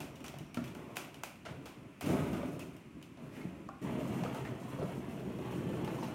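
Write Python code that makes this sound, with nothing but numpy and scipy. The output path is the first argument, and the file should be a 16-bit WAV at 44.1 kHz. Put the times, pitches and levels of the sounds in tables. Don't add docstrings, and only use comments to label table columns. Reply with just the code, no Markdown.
import sys
import numpy as np
from scipy import signal
from scipy.fft import rfft, irfft, next_fast_len
from scipy.io import wavfile
from scipy.ndimage import map_coordinates

SR = 44100
rng = np.random.default_rng(int(sys.argv[2]) if len(sys.argv) > 2 else 0)


def generate_wav(signal):
    frames = np.transpose(np.atleast_2d(signal))
    scaled = np.clip(frames, -1, 1) * 32767
    pcm = np.round(scaled).astype(np.int16)
    wavfile.write(sys.argv[1], SR, pcm)


N = 270774

# start_s, level_db, body_db, ring_hz, echo_db
BALL_CLICKS = [(.0034, -41.5, -1.5, 2730, 6), (0.1569, -52.5, -13, 2900, 5), (0.205, -52, -6, 2830, 0),
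               (0.2422, -43, 0, 2420, 5), (0.263, -45.5, -10, 5700, -3), (0.2814, -41.5, -14, 3100, -0.5),
               (0.386, -45.5, -9, 3000, 0), (0.5445, -40.5, -5, 3050, 0.5), (0.6409, -45.5, -9, 2640, 4.5),
               (0.6775, -50.5, -19, 3380, 2.5), (.7498, -47.5, 5, 2320, -1.5), (0.957, -48, -7, 2730, 13),
               (0.9687, -29, -2.5, 2485, -2), (1.1432, -47, -1, 2960, 0), (1.2353, -32.5, 0, 2440, -1.5),
               (1.657, -47.5, 0, 3310, 8), (2.0097, -38, -1.5, 2495, 5), (2.06, -42, -14, 2810, 7.5),
               (2.3311, -49, 7, 2850, 9), (2.5931, -43.5, -2.5, 2580, 5), (2.766, -53.5, -4, 2830, 0),
               (3.0266, -49, -4, 3040, 0), (4.236, -54, 4, 4510, 3), (4.3467, -46, 4, 2860, 4.5),
               (5.8469, -45, -1, 2790, -2), (6.031, -50.5, -9, 4050, 9)]
# freq_hz, gain_db
CRACK_SPECTRUM = [(700, -68), (1800, 5), (2600, 10.5), (3800, 0), (4600, 0.5), (6500, 2), (8000, -1.5),
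                  (9200, 1), (10800, -5), (13000, -1), (16000, -7.5)]
# freq_hz, gain_db
KNOCK_SPECTRUM = [(150, -45), (400, -18), (650, 15), (900, -5), (1400, 3), (2400, -24), (4200, -15),
                  (16000, -36)]
# freq_hz, gain_db
FEW_BALLS_SPECTRUM = [(240, -24), (400, 3.5), (468, -3), (576, -3), (694, -1.5), (781, -14.5), (862, -7),
                      (1280, -10), (1700, -17.5), (2400, -15.5), (3730, -26.5), (4200, -39), (5460, -59),
                      (9240, -120)]
# pitch_ratio, level_db, t60_s
HELD_BALL_MODES = [(1, 1.5, 0.037), (2.05, -8.5, .02)]


def thumps():
    # start_s, level_db, pitch_hz, ring_s
    blows = [(.012, -40, 159, 0.19), (.342, -40.5, 139, 0.32), (0.406, -34, 148, 0.2),
             (.409, -36, 320, 0.076), (0.572, -24, 239.7, 0.19), (1.510, -35.5, 149, 0.074),
             (1.546, -36.5, 136, .12), (1.615, -43, 348, .07), (2.042, -37, 282, 0.2),
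             (2.092, -22, 254.6, 0.26), (2.113, -33, 155, .2), (2.969, -40, 265, 0.07),
             (3.24, -39, 134, 0.27), (3.452, -28.5, 183, 0.14), (4.097, -26, 210.5, 0.11),
             (4.207, -30.5, 168, 0.14), (4.796, -27, 149, 0.16), (4.843, -29, 175, 0.09),
             (5.083, -30.5, 238, 0.074), (5.585, -32, 185.4, 0.22), (5.644, -32, 145, 0.16),
             (5.682, -31.5, 196, .15), (5.83, -31, 142, .14)]
    # pitch_ratio, level_db, t60_ratio
    panel_modes = [(0.549, -14, 1.3), (.75, -6, 0.93), (1, 1.5, 1.2), (1.27, -5.5, 0.43), (1.7, -12, 0.25),
                   (2.9, -11, 0.069)]
    # freq_hz, gain_db
    radiation = [(110, 0), (1500, 0)]
    out = np.zeros(N)
    for start_s, level_db, pitch_hz, ring_s in blows:
        modes = [(pitch_hz * ratio, db, ring_s * share) for ratio, db, share in panel_modes]
        boom = with_echo(ringing(modes, attack_s=0.0006), echo_db=-15)
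        add(out, start_s, amp(level_db - 5.5) * coloured(boom, radiation))
    return out


def landing():
    # freq_hz, gain_db
    tub = [(24, -67), (40, -31), (67, -8.5), (130, -2), (193, 0), (226, -7), (259, 4.5), (294, -1),
           (413, -8.5), (473, -23), (600, -9.5), (780, -38), (1320, -120)]
    start_s, rise_s, stop_s, loudness_power = 2.01, 0.1, 0.93, 2.08
    t = np.arange(N) / SR - start_s
    speed = np.clip(1 - np.maximum(t - rise_s, 0) / stop_s, 0, 1)
    motion_db = shove_db(start_s, rise_s) + loudness_power * 20 * np.log10(speed + 1e-5)
    return rummage(motion_db - 32, motion_db - 40, tub, FEW_BALLS_SPECTRUM, tick_db=-15.5)


def burrowing():
    # time_s, drum_db, knock_db
    effort = [(3.99, -39, -46.5), (4.022, -37.5, -46.5), (4.15, -38, -48), (4.32, -41.5, -49.5),
              (4.54, -41.5, -50), (4.62, -43.5, -48.5), (4.69, -44.5, -51.5), (4.92, -42, -50.5),
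              (5.08, -46.5, -53), (5.28, -40, -51.5), (5.47, -42.5, -50), (5.6, -38, -48),
              (5.78, -39, -46.5), (5.87, -39.5, -47), (6.05, -41.5, -47.5), (6.14, -44, -51.5)]
    # freq_hz, gain_db
    tub = [(35, -39), (70, -8.5), (100, -8), (132, 3), (156, -2.5), (182, 3), (225, -1), (268, -1.5),
           (370, -4), (480, -12), (600, -19.5), (780, -38.5)]
    # freq_hz, gain_db
    many_balls = [(250, -10.5), (400, -8), (480, -7.5), (630, -3), (760, -9), (880, -7.5), (1200, -11),
                  (1600, -16.5), (2850, -17), (3350, -21), (3700, -30.5), (4300, -30), (5500, -60)]
    start_s, strays_per_s, stray_hz = 3.812, 28, 720
    time_s, drum_db, knock_db = np.transpose(effort)
    t = np.arange(N) / SR
    onset_db = shove_db(start_s, rise_s=0.011)
    surge_db = 1.4 * wobble(9) - 0.6
    drumming_db = onset_db + np.interp(t, time_s, drum_db)
    knocking_db = onset_db + np.interp(t, time_s, knock_db) + surge_db
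    out = rummage(drumming_db, knocking_db, tub, many_balls, tick_db=-15.5)
    for slot_s in np.arange(start_s, N / SR, 1 / strays_per_s):
        at_s = slot_s + rng.random() / strays_per_s
        pitch_hz = stray_hz * np.exp(0.36 * np.clip(rng.standard_normal(), -2, 2))
        stray = min(stray_hz / pitch_hz, 1) * ball_note(pitch_hz, HELD_BALL_MODES, echo_db=-4)
        add(out, at_s, amp(np.interp(at_s, time_s, knock_db) + 6) * stray)
    return out


def pushes():
    # start_s, rise_s, drum_db, knock_db
    shoves = [(0.0, 0.002, -45.5, -52.5), (.571, 0.016, -47, -56), (0.742, 0.034, -50, -53),
              (.86, 0.049, -60, -61.5), (1.46, 0.047, -48.5, -56.5), (1.6, 0.017, -59, -60.5),
              (2.819, 0.018, -57, -82), (2.919, 0.031, -52.5, -69.5), (3.16, 0.08, -48.5, -57),
              (3.32, 0.1, -47, -56.5)]
    # freq_hz, gain_db
    tub = [(24, -78), (40, -28), (69, -7.5), (102, -9), (134, 1), (183, -3.5), (221, 0.5), (275, 1),
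           (315, -1), (369, -3.5), (473, -20), (600, -12.5), (780, -35.5), (1320, -120)]
    energy = np.zeros((2, N))
    for start_s, rise_s, drum_db, knock_db in shoves:
        motion_db = shove_db(start_s, rise_s, fall_db_per_s=28)
        energy += amp([motion_db + drum_db, motion_db + knock_db]) ** 2
    drumming_db, knocking_db = 10 * np.log10(energy)
    return rummage(drumming_db, knocking_db, tub, FEW_BALLS_SPECTRUM, tick_db=-17.5)


def rummage(drum_db, knock_db, tub, balls, tick_db):
    # freq_hz, gain_db
    shells = [(2600, -60), (3600, 1.5), (4400, 2.5), (4800, -2), (5100, 2.5), (6800, 4), (8000, 1),
              (9400, 4.5), (10600, -2), (13000, 1), (16000, -5.5)]
    drum = stirred(drum_db, tub, rate_per_s=500, spread_db=1.5, echo_db=-6.5)
    knock = stirred(knock_db, balls, rate_per_s=170, spread_db=1.5, echo_db=7)
    tick = stirred(knock_db + tick_db, shells, rate_per_s=260, spread_db=3, echo_db=7)
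    return drum + knock + tick


def clicks():
    # freq_hz, gain_db
    body_spectrum = [(150, -28), (400, 1), (700, 8), (1000, 5), (1500, 5), (2000, -13.5), (3500, -45.5)]
    # pitch_ratio, level_db, t60_s
    shell_modes = [(1, -3, 0.049), (1.27, -10.5, 0.037), (1.95, -15.5, 0.054)]
    cavity_hz, halving_db, choke_db_per_db = 712, 37, 0.3
    mean_db = np.mean(BALL_CLICKS, axis=0)[1]
    out = np.zeros(N)
    for start_s, level_db, body_db, ring_hz, echo_db in BALL_CLICKS:
        excess_db = level_db - mean_db
        stretch = 2 ** (-excess_db / halving_db)
        crack = snap(CRACK_SPECTRUM, 0.014 * stretch, echo_db)
        body = snap(body_spectrum, 0.024 * stretch, echo_db)
        body += amp(-5) * ball_note(cavity_hz, HELD_BALL_MODES, echo_db)
        ring = amp(1.5 - choke_db_per_db * excess_db) * ball_note(ring_hz, shell_modes, echo_db - 3.5)
        add(out, start_s, amp(level_db - 4) * (crack + amp(body_db + 1) * body + ring))
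    return out


def knocks():
    # start_s, level_db, hardness_db, pitch_hz, echo_db
    hits = [(.340, -42, -9.5, 642, 0), (.5715, -39, -1.5, 1330, -2), (1.452, -51.5, 4, 666, 9.5),
            (1.458, -46, -1.5, 1350, 1.5), (1.463, -35, -13, 650, -12), (1.659, -44.5, -12, 477, -10),
            (2.089, -32, -15, 618, 3), (2.432, -31, -24, 577, -9), (3.0147, -56, -2, 1034, 0),
            (3.173, -49, -8.5, 635, 1), (3.414, -47, -14, 2160, -0.5), (4.011, -36, -19, 595, -2),
            (4.236, -36, -5, 800, -2), (4.249, -30.5, -21, 480, -2), (4.260, -40, -14, 1270, -1),
            (4.45, -44, -6, 1820, 4), (4.474, -35, -15, 672, -4), (4.787, -31.5, -22, 534, -1),
            (4.818, -31.5, -27, 585, -2), (4.826, -27, -25, 409, -3.5), (5.195, -37, -18, 406, 1),
            (5.301, -34.5, -23, 410, -3), (5.388, -39, -15, 596, -7), (5.489, -46, -16, 860, -10),
            (5.734, -32, -23, 405, -2), (5.876, -34.5, -10.5, 862, -3), (5.986, -38, -14, 986, -14),
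            (6.027, -34.5, -15, 910, -2)]
    # pitch_ratio, level_db, t60_s
    hollow_modes = [(.72, -8, .025), (1, 0, 0.05), (1.48, -14.5, 0.02), (2.05, -18, .04)]
    # freq_hz, gain_db
    edge_spectrum = [(600, 2), (1300, -6), (2200, -1), (3100, -6), (4200, -12), (9000, -20.5), (16000, -38)]
    out = np.zeros(N)
    for start_s, level_db, hardness_db, pitch_hz, echo_db in hits:
        hollow = ball_note(pitch_hz, hollow_modes, echo_db)
        dull = amp(hardness_db / 2 - 2.5) * snap(KNOCK_SPECTRUM, 0.17, echo_db)
        edge = amp(hardness_db) * snap(edge_spectrum, 0.025, echo_db)
        add(out, start_s, amp(level_db) * (hollow + dull + edge))
    return out


def rim_clank():
    # start_s, level_db
    bumps = [(3.689, -36.5)]
    # freq_hz, level_db, t60_s
    rim_modes = [(760, -24, 0.11), (788, 1, 0.053), (1080, -13, 0.091), (1155, -4, 0.077), (1120, 9, 0.028),
                 (1406, -11.5, 0.18), (2300, -28.5, .02)]
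    out = np.zeros(N)
    for start_s, level_db in bumps:
        ring = with_echo(ringing(rim_modes, attack_s=0.00061), echo_db=-3.5)
        contact = amp(-1.5) * snap(KNOCK_SPECTRUM, t60_s=0.02, echo_db=-9)
        add(out, start_s, amp(level_db - 7) * (ring + contact))
    return out


def rattles():
    mean_gap_s = 0.07
    out = np.zeros(N)
    for start_s, level_db, *_ in BALL_CLICKS:
        delays_s = mean_gap_s * np.cumsum(0.5 + rng.random(2))
        for order, delay_s in enumerate(delays_s, 1):
            tick = snap(CRACK_SPECTRUM, t60_s=0.01, echo_db=0)
            add(out, start_s + delay_s, amp(level_db - 23.5) / order * tick)
    return out


def scrape():
    # freq_hz, gain_db
    rubbing = [(900, -4), (2500, -2), (4000, -14), (15000, -20.5)]
    level_db = shove_db(start_s=3.29, rise_s=0.071, fall_db_per_s=74) - 57.5
    slips = contacts(level_db, rate_per_s=930, spread_db=6)
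    return amp(level_db) * unit_rms(coloured(with_echo(slips, echo_db=11.5), rubbing))


def squeals():
    # start_s, length_s, level_db, pitch_hz, jitter_hz
    events = [(0.0, 0.83, -78.5, 5647, 45), (2.597, .042, -57, 2550, 110), (5.981, 0.12, -65, 5647, 525)]
    # pitch_ratio, level_db
    partials = [(1, 2), (1.1, -10)]
    out = np.zeros(N)
    for start_s, length_s, level_db, pitch_hz, jitter_hz in events:
        tone = np.zeros(N)
        for ratio, partial_db in partials:
            freq_hz = pitch_hz * ratio + jitter_hz * wobble(400)
            tone += amp(partial_db) * np.sin(2 * np.pi * np.cumsum(freq_hz) / SR)
        n = int(length_s * SR)
        add(out, start_s, amp(level_db) * unit_rms(tone)[:n] * signal.windows.tukey(n, 0.5))
    return out


def wind():
    # freq_hz, gain_db
    spectrum = [(25, -20), (55, -7.5), (140, 1), (300, -1), (450, -14.5), (640, -22), (1000, -13.5),
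                (1600, -20), (2600, -15.5), (3800, -30.5), (9500, -34.5), (16000, -44)]
    swell_db = wobble(1.3) + 2.5 * wobble(6)
    air = unit_rms(coloured(rng.standard_normal(N), spectrum))
    low = filtered(air, lambda hz: 1 / (1 + (hz / 300) ** 2))
    return amp(-57.5) * (air + (amp(swell_db) - 1) * low)


def echo():
    # freq_hz, t60_s
    decay = [(100, 0.61), (500, 0.5), (2500, 0.51), (6000, 0.4), (15000, 0.34)]
    hz, t, noise = signal.stft(rng.standard_normal(SR // 2), SR, nperseg=256)
    tail = signal.istft(noise * amp(-60 * t / log_interp(decay, hz)[:, None]), SR, nperseg=256)[1]
    tail = np.pad(tail, (SR // 500, 0))[:SR // 2]
    return tail / np.linalg.norm(tail)


def with_echo(x, echo_db):
    return x + amp(echo_db) * signal.fftconvolve(x, echo())[:len(x)]


def treble_scatter(x):
    # freq_hz, side_db
    width = [(500, -71), (3000, -96), (4000, -20.5), (7000, -11.5), (14000, -4)]
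    hz, _, frames = signal.stft(x, SR, nperseg=128)
    frames = frames * np.exp(2j * np.pi * rng.random(frames.shape))
    return signal.istft(frames * amp(log_interp(width, hz))[:, None], SR, nperseg=128)[1][:N]


def stirred(level_db, spectrum, rate_per_s, spread_db, echo_db):
    blows, echoed = contacts(level_db, rate_per_s, spread_db), np.zeros(N)
    for part in np.array_split(np.arange(N), 20):
        add(echoed, part[0] / SR, with_echo(np.pad(blows[part], (0, SR // 3)), echo_db))
    return amp(level_db) * unit_rms(coloured(echoed, spectrum))


def contacts(level_db, rate_per_s, spread_db):
    hits_per_s = rate_per_s * amp((level_db - level_db.max()) / 2) + rate_per_s / 10
    hit = rng.random(N) < hits_per_s / SR
    force = rng.choice([-1, 1], N) * amp(spread_db * np.clip(rng.standard_normal(N), -2, 2))
    return unit_rms(hit * force / np.sqrt(hits_per_s))


def shove_db(start_s, rise_s, fall_db_per_s=0):
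    t = np.arange(N) / SR - start_s
    return 20 * np.log10(np.clip(t / rise_s, 1e-5, 1)) - fall_db_per_s * np.maximum(t - rise_s, 0)


def snap(spectrum, t60_s, echo_db):
    t = np.arange(SR // 2) / SR
    burst = rng.standard_normal(len(t)) * amp(-60 * t / t60_s)
    x = coloured(burst / np.linalg.norm(burst) + amp(echo_db) * echo(), spectrum)
    return x / np.linalg.norm(x) * np.sqrt((1 + amp(echo_db) ** 2) * (SR // 500))


def ball_note(pitch_hz, modes, echo_db):
    ring = ringing([(pitch_hz * ratio, db, t60_s) for ratio, db, t60_s in modes], attack_s=0.00057)
    resonance = [(pitch_hz * 2 ** -0.5, -11), (pitch_hz, 0), (pitch_hz * 2 ** 0.5, -11)]
    blur = coloured(echo(), resonance)
    return ring + amp(echo_db) * blur * np.linalg.norm(ring) / np.linalg.norm(blur)


def ringing(modes, attack_s):
    t = np.arange(SR // 2) / SR
    ring = sum(amp(db + rng.normal(0, 1) - 60 * t / t60_s) * np.sin(2 * np.pi * hz * t)
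               for hz, db, t60_s in modes)
    return ring * (1 - np.exp(-t / attack_s))


def coloured(x, spectrum, size=8192):
    hz = np.fft.rfftfreq(size, 1 / SR) + 1
    beyond_oct = np.abs(np.log2(hz / np.clip(hz, spectrum[0][0], spectrum[-1][0])))
    cepstrum = irfft(np.log(amp(log_interp(spectrum, hz) - 20 * beyond_oct) + 1e-6))
    cepstrum[1:size // 2] *= 2
    cepstrum[size // 2 + 1:] = 0
    return signal.fftconvolve(x, irfft(np.exp(rfft(cepstrum))))[:len(x)]


def filtered(x, response):
    size = next_fast_len(len(x) + SR // 4)
    return irfft(rfft(x, size) * response(np.fft.rfftfreq(size, 1 / SR)), size)[:len(x)]


def wobble(knots_per_s):
    knots = rng.standard_normal(int(N * knots_per_s / SR) + 4)
    return map_coordinates(knots, [np.arange(N) * knots_per_s / SR])


def log_interp(points, hz):
    point_hz, values = np.transpose(points)
    return np.interp(np.log(hz + 1), np.log(point_hz + 1), values)


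def add(track, start_s, sound):
    part = track[max(round(start_s * SR), 0):][:len(sound)]
    part += sound[:len(part)]


def amp(db):
    return 10 ** (np.asarray(db) / 20)


def unit_rms(x):
    return x / np.sqrt(np.mean(x ** 2) + 1e-20)


def scene():
    balls = pushes() + landing() + burrowing() + clicks() + rattles() + knocks()
    mid = balls + thumps() + rim_clank() + scrape() + squeals() + wind()
    side = treble_scatter(mid)
    return np.array([mid + side, mid - side])


def record(dry):
    cutoff_hz = 15850
    return np.array([filtered(x, lambda hz: hz < cutoff_hz) for x in dry])


dry = scene()
out = record(dry)
generate_wav(out)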